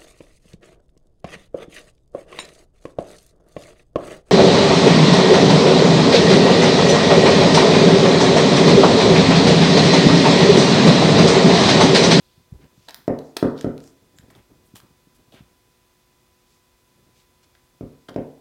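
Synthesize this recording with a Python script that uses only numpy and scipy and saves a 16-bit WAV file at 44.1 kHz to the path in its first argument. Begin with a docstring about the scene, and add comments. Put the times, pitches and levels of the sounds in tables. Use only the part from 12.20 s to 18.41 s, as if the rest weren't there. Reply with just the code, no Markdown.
"""In a small workshop, wide rubber bands are worked off a two-part plaster mould held over a bench.
The rubber rubs, crackles as it slips, and slaps back on the block; then the halves are eased apart
and knock together. Each blow is a short pulse that sets the room's low notes ringing.
Behind it all are rustling arms, ventilation rumble, faint hiss and an electrical whine."""
import sys
import numpy as np
from scipy import signal
from scipy.fft import rfft, irfft
from scipy.io import wavfile

SR = 44100
rng = np.random.default_rng(int(sys.argv[2]) if len(sys.argv) > 2 else 0)


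def to_wav(s):
    """Save 16-bit WAV."""
    ch = np.atleast_2d(s).T  # columns
    pcm = np.round(np.clip(ch, -1, 1) * 32767)  # PCM
    wavfile.write(sys.argv[1], SR, pcm.astype(np.int16))


N = 273728
TIME = np.arange(N) / SR

# blows from the bands, then from the other half of the mould:
# t/s, peak level/dB, low edge/Hz, high edge/Hz, crack level relative to the peak/dB
BLOWS = [(0.8786, -5.5, 191, 568, -19), (1.2262, -3.0, 224, 440, -16), (1.4439, -9.5, 157, 450, -19),
         (5.6088, -23, 93, 440, -20.5), (5.8880, -28.5, 177, 566, -19), (5.9604, -12, 168, 546, -19.5)]


def knocks(soft_hz=790, crack_hz=1500, crack_decay_s=.002, grit=0.1):
    """A soft blow on the block gives one dull pulse, with a little crack where the surfaces meet."""
    out, click = np.zeros(N), signal.unit_impulse(SR // 20)
    contact = cut(click, soft_hz, "low", order=6)  # a soft contact is too slow to make high notes
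    crack_fade = np.exp(-TIME[:len(click)] / crack_decay_s)
    for s, db, low_hz, high_hz, crack_db in BLOWS:
        thud = cut(cut(contact, high_hz, "low", order=4), low_hz, "high")
        touches = click + grit * rng.standard_normal(len(click)) * crack_fade
        crack = cut(cut(touches, crack_hz, "low", order=3), soft_hz, "high", order=3)
        add(out, s, from_db(db) * peak_one(thud))
        add(out, s + 0.00065, from_db(db + crack_db) * peak_one(crack))
    return out


def tick(hz, decay_s, grit=0.28, ring_gain=1.2):
    """A slip lets go with one click and a fast-dying spray of smaller ones, ringing briefly."""
    # tone colour that every slip starts from: f/Hz, level/dB
    slip_colour = [(60, -44), (300, -3.5), (700, -2.5), (1700, 3.5), (2700, -1.5), (3500, 3), (5400, 0),
                   (6400, -5.5), (10000, -7), (16000, -9)]
    t = TIME[:SR // 30]
    spray = grit * rng.standard_normal(len(t)) * np.exp(-t / decay_s)
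    spray[0] = 1  # the first click
    spray = coloured(spray, slip_colour)
    ring = band_around(spray, hz, octaves=.3, order=1)
    sound = cut(spray, 1.5 * hz, "low", order=1) + ring_gain * ring
    strength = np.sqrt(np.sum(sound ** 2) / (decay_s * SR))
    return sound / (3.04 * strength)  # brings the peak to roughly 1


def ticks():
    """Rubber lets go of an edge or plaster touches plaster; every blow also brings a tick."""
    # lone ticks: t/s, rough peak level/dB, f/Hz
    lone_ticks = [(0.6860, -23, 3800), (0.6940, -28, 4400), (0.7077, -27.5, 6050), (0.7451, -16, 13700),
                  (0.9890, -30, 4860), (1.1683, -9, 4900), (1.173, -20.5, 5990), (1.3782, -32, 3800),
                  (1.3881, -32, 5100), (1.3951, -35, 5540), (1.411, -22, 5900), (1.5793, -33, 6350),
                  (1.6036, -38, 5000), (1.6405, -36, 7500), (1.676, -36.5, 6200), (1.9864, -30.5, 7240),
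                  (2.1025, -42.5, 2000), (2.151, -40.5, 3400), (2.558, -28, 7900), (2.6018, -35, 5500),
                  (3.123, -44, 3200), (3.1462, -40.5, 3300), (5.3508, -44.5, 1750), (5.8941, -33.5, 4660),
                  (5.9428, -40.5, 2980)]
    out = np.zeros(N)
    for s, db, hz in lone_ticks:
        add(out, s, from_db(db) * tick(hz, decay_s=0.0014 * (5000 / hz)))  # higher ticks die sooner
    for s, db, *_ in BLOWS:
        add(out, s + 0.0011, from_db(db - 28.5) * tick(hz=5350, decay_s=0.0035))
    return out


def flaps(rebound_db=-8.5, rebound_pitch_ratio=0.63):
    """Slack rubber pushes the air to and fro once, then swings back, weaker and lower."""
    # dull flaps of rubber and shifts of the grip: t/s, peak level/dB, f/Hz
    slack_flaps = [(0.1807, -43.5, 124), (0.3273, -27.5, 111.4), (0.441, -43, 176), (0.5803, -44, 154),
                   (1.9982, -41, 135), (2.18, -45, 115), (2.5416, -36, 197), (2.712, -50, 155),
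                   (2.873, -44, 237), (3.1435, -40, 212), (3.209, -36, 156)]
    out, t = np.zeros(N), TIME[:SR // 20] - TIME[SR // 40]
    for s, db, hz in slack_flaps:
        wait_s = .0155 * (155 / hz) ** 2  # slacker, deeper flaps swing back later
        rebound = (s + wait_s, db + rebound_db, hz * rebound_pitch_ratio)
        for swing_s, swing_db, swing_hz in [(s, db, hz), rebound]:
            spread = (np.pi * swing_hz * t) ** 2
            pulse = (1 - 2 * spread) * np.exp(-spread)  # one bump with a dip on each side
            add(out, swing_s + t[0], from_db(swing_db) * pulse)
    return out


def scuffs(rasp_hz=3120, hiss_hz=5800):
    """A hard drag bites and dies away: tiny slips make a hollow body, a rasp and taut rubber's hiss."""
    # drags over an edge of the mould:
    # t/s, rise/s, body level at its loudest/dB, body f/Hz, rasp and hiss relative to the body/dB
    drags = [(0.6810, .007, -43, 750, -6, -17), (1.1652, 0.0028, -27.5, 420, -6, -13),
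             (2.102, 0.005, -56.5, 890, -13, -2), (2.151, 0.011, -57, 635, -10, -7),
             (2.551, .012, -56, 910, -0.5, 6), (3.119, .021, -53, 440, -4, -14),
             (5.8841, 0.0048, -41.5, 1210, -3, -38)]
    out, t = np.zeros(N), TIME[:SR // 5]
    for s, rise_s, db, hz, rasp_db, hiss_db in drags:
        slips = tiny_slips(len(t), unevenness_db=5.5)
        body = rms_one(band_around(slips, hz, octaves=1.39))
        rasp = from_db(rasp_db) * rms_one(band_around(slips, rasp_hz, octaves=0.2966, order=1))
        hiss = from_db(hiss_db) * rms_one(band_around(slips, hiss_hz, octaves=2.6, order=1))
        bite = t / rise_s * np.exp(1 - t / rise_s)
        add(out, s, from_db(db) * (body + rasp + hiss) * bite)
    return out


def rubs():
    """Rubber and fingers slide on plaster; tiny slips swell and fade under each stroke."""
    # strokes (narrow ones nearly squeak): t/s, length/s, level at its loudest/dB, f/Hz, width/octaves
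    strokes = [(-0.08, 0.36, -67.5, 3930, 0.69), (0.386, 0.091, -61, 794, 3.9),
               (0.513, 0.32, -65, 4000, 1.5), (1.002, 0.14, -66, 5740, 0.67),
               (1.355, 0.098, -52.5, 3840, 1.04), (1.605, 0.12, -60.5, 6240, 0.78),
               (1.96, 0.051, -60.5, 7250, 0.18), (2.098, 0.14, -64, 1720, 1.1),
               (2.442, 0.052, -66, 10000, 0.99), (2.94, 0.037, -64, 6000, 2.2),
               (3.132, 0.09, -58, 1780, 1.7), (4.249, 0.16, -68.5, 5000, 1.3),
               (4.936, .11, -63.5, 3730, 1.8), (5.224, 0.032, -61, 1790, 4)]
    out = np.zeros(N)
    for s, length_s, db, hz, octaves in strokes:
        slips = tiny_slips(int(length_s * SR), unevenness_db=6.0)
        band = rms_one(band_around(slips, hz, octaves))
        swell = np.sin(np.linspace(0, np.pi, len(band)))
        add(out, s, from_db(db) * band * swell)
    return out


def tiny_slips(size, unevenness_db):
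    """Friction is a dense stream of little pulses of uneven size."""
    noise, sizes = rng.standard_normal((2, SR // 2))[:, :size]
    return noise * from_db(unevenness_db * sizes)


def room_echoes():
    """The bench top and nearest walls are cluttered, so only the lows bounce back in one piece."""
    # first echoes: delay/s, gain
    echoes = [(.0029, .47), (.0134, .41), (.0244, .51), (.0322, .24)]
    out = np.zeros(N)
    for delay_s, gain in echoes:
        add(out, delay_s, np.array([gain]))
    return cut(out[:SR], 1800, "low")


def room_ring(boost_db=0.32, fade_speedup=1.11):
    """The bench and the air in the room ring at their own notes after a push."""
    # ringing notes of the bench and room, from low to high:
    # f/Hz, gain before boost/dB, time to fade 60 dB before speedup/s
    low_notes = [(45, 17, .36), (59, 14.6, .32), (85, 8, .36), (109, 13.5, .22), (130, 5, .4),
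                 (148, 11.5, .52), (163, 1, .5), (192, 11, .21), (239, 11.2, .42), (264, 9.7, .6),
                 (276, 8, .62), (297, 6, .34), (326, -2, .5), (363, 9.5, .28), (377, 6.3, .36),
                 (410, 8, .45), (438, 9, .4), (452, 5.5, .66), (511, 7.2, .38), (527, 11, .4),
                 (565, 4, .55), (594, 3.5, .45), (615, 5.5, .5), (632, 10.5, .29), (656, 4.6, .55),
                 (676, 1.5, .45), (727, 8, .36), (784, -1, .36)]
    high_notes = [(926, 5, .33), (971, 10, .4), (1087, 8, .45), (1193, 10, .5), (1267, 8, .5),
                  (1477, 9, .4), (1811, 8, .42)]
    out, t = np.zeros(SR), np.maximum(TIME[:SR] - .0019, 0)
    for k, (hz, db, fade_s) in enumerate(low_notes + high_notes):
        damping = fade_speedup * np.log(1000) / fade_s
        gain = from_db(db + boost_db) * 2 * damping / SR
        direction = (-1) ** k  # neighbours cancel at first, so the boom builds up after the blow
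        out += direction * gain * np.exp(-damping * t) * np.sin(2 * np.pi * hz * t)
    return out


def room_tail(build_up_s=.004):
    """Scattered echoes blur into noise, each band of pitch dying at its own pace."""
    # tone colour of the blurred echoes: f/Hz, level/dB
    tail_colour = [(60, -5), (200, -9), (500, -4), (800, 3), (1300, 3), (2500, 2), (4000, -1), (5400, -4),
                   (9000, -3.5), (16000, 5)]
    # how long they last: f/Hz, time to fade 60 dB/s
    fade_times = [(60, 0.67), (300, 0.6), (1100, 0.51), (3000, 0.38), (7000, 0.43), (16000, .24)]
    out, t = np.zeros(SR), TIME[:SR]
    edges = np.geomspace(40, 17000, 19)
    build_up = 1 - np.exp(-t / build_up_s)
    for low, high in zip(edges, edges[1:]):
        hz = np.sqrt(low * high)
        band = cut(rng.standard_normal(SR), [low, high], "band")
        fade = np.exp(-np.log(1000) * t / at_hz(fade_times, hz))
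        gain = from_db(at_hz(tail_colour, hz)) * np.sqrt(2 * (high - low)) / SR
        out += gain * rms_one(band * fade * build_up)
    return out


def background(hiss_db=-63, lump_db=5.5, lump_hz=14):
    """Steady rumble, hiss and whine, with the low, uneven rustle of arms and apron."""
    # ventilation rumble and faint hiss: f/Hz, relative level/dB
    hiss_colour = [(20, -13), (40, -1), (57, 1.5), (85, -1.5), (135, -1), (200, -7.5), (320, -10),
                   (500, -12), (1000, -13.5), (2000, -17), (4000, -18), (8000, -21), (16000, -23.5)]
    # mains hum and electrical whine: f/Hz, level/dB
    tones = [(241, -79), (360.7, -73), (500.3, -79), (1000.5, -74), (2001, -82.5), (2499, -82),
             (3499, -81.5), (4000, -86.5), (4500, -86), (5001, -84), (5501, -90), (6001, -87), (6499, -88),
             (7499, -90)]
    # rustle of moving arms: t/s, level/dB
    arm_motion = [(0, -69), (0.3, -61), (0.42, -56.5), (0.8, -69), (1.7, -60), (2.3, -58.5), (2.8, -66.5),
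                  (3.3, -62), (3.5, -79.5), (4.5, -77.5), (4.8, -64.5), (5.1, -73.5), (6.2, -77.5)]
    hiss = from_db(hiss_db) * rms_one(coloured(rng.standard_normal(N), hiss_colour))
    whine = sum(from_db(db) * np.sqrt(2) * np.sin(2 * np.pi * (hz * TIME + rng.random()))
                for hz, db in tones)
    lumps = from_db(lump_db * rms_one(cut(rng.standard_normal(N), lump_hz, "low")))
    rustle = rms_one(lumps * cut(rng.standard_normal(N), [50, 340], "band"))
    rustle_db = np.interp(TIME, *np.transpose(arm_motion))
    return hiss + whine + from_db(rustle_db) * rustle


def from_db(db):
    """Turn decibels into a gain."""
    return 10 ** (np.asarray(db) / 20)


def rms_one(x):
    """Scale a sound so its average strength (root mean square) is 1."""
    return x / np.sqrt(np.mean(x ** 2) + 1e-20)


def peak_one(x):
    """Scale a sound so its peak is 1."""
    return x / (np.abs(x).max() + 1e-20)


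def at_hz(points, hz):
    """Read between a table's rows, with octaves evenly spaced."""
    table = np.array(points)
    return np.interp(np.log(np.maximum(hz, 1)), np.log(table[:, 0]), table[:, 1])


def cut(x, hz, kind, order=2):
    """Keep the "low" part, the "high" part or a "band"; a higher order cuts more sharply."""
    edges = np.clip(hz, 10, .45 * SR)
    return signal.sosfilt(signal.butter(order, edges, kind, fs=SR, output="sos"), x)


def band_around(x, hz, octaves, order=2):
    """Keep a band with this centre and width."""
    return cut(x, [hz * 2 ** (-octaves / 2), hz * 2 ** (octaves / 2)], "band", order=order)


def coloured(x, colour):
    """Give a sound a tone colour without letting anything sound early (a minimum-phase filter)."""
    size = 2 ** 13
    gains = from_db(at_hz(colour, np.fft.rfftfreq(size, 1 / SR)))
    cepstrum = irfft(np.log(gains))
    cepstrum[1:size // 2] *= 2  # fold the late half onto the early half
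    cepstrum[size // 2 + 1:] = 0
    click_response = irfft(np.exp(rfft(cepstrum)))
    return signal.fftconvolve(x, click_response)[:len(x)]


def add(track, s, sound):
    """Mix a sound in from time s."""
    start = round(s * SR)
    first, last = max(start, 0), min(start + len(sound), N)
    track[first:last] += sound[first - start:last - start]


def scene(tick_room_db=-6.5, flap_room_db=-18.5, rub_room_db=-10.0):
    """Blows fill the room; the small sounds of the hands stay close."""
    blows, slips, slack, sliding = knocks(), ticks(), flaps(), rubs() + scuffs()
    into_room = (blows + from_db(tick_room_db) * slips + from_db(flap_room_db) * slack
                 + from_db(rub_room_db) * sliding)
    room = signal.fftconvolve(into_room, room_echoes() + room_ring() + room_tail())[:N]
    return (blows + slips + slack + sliding + room + background())[None]


def record(dry, bottom_hz=22, top_hz=16000):
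    """The deepest rumble and the very highest treble are cut."""
    steep_top_cut = signal.ellip(10, .1, 80, top_hz, fs=SR, output="sos")
    return signal.sosfilt(steep_top_cut, cut(dry, bottom_hz, "high"))


dry = scene()
out = record(dry)
to_wav(out)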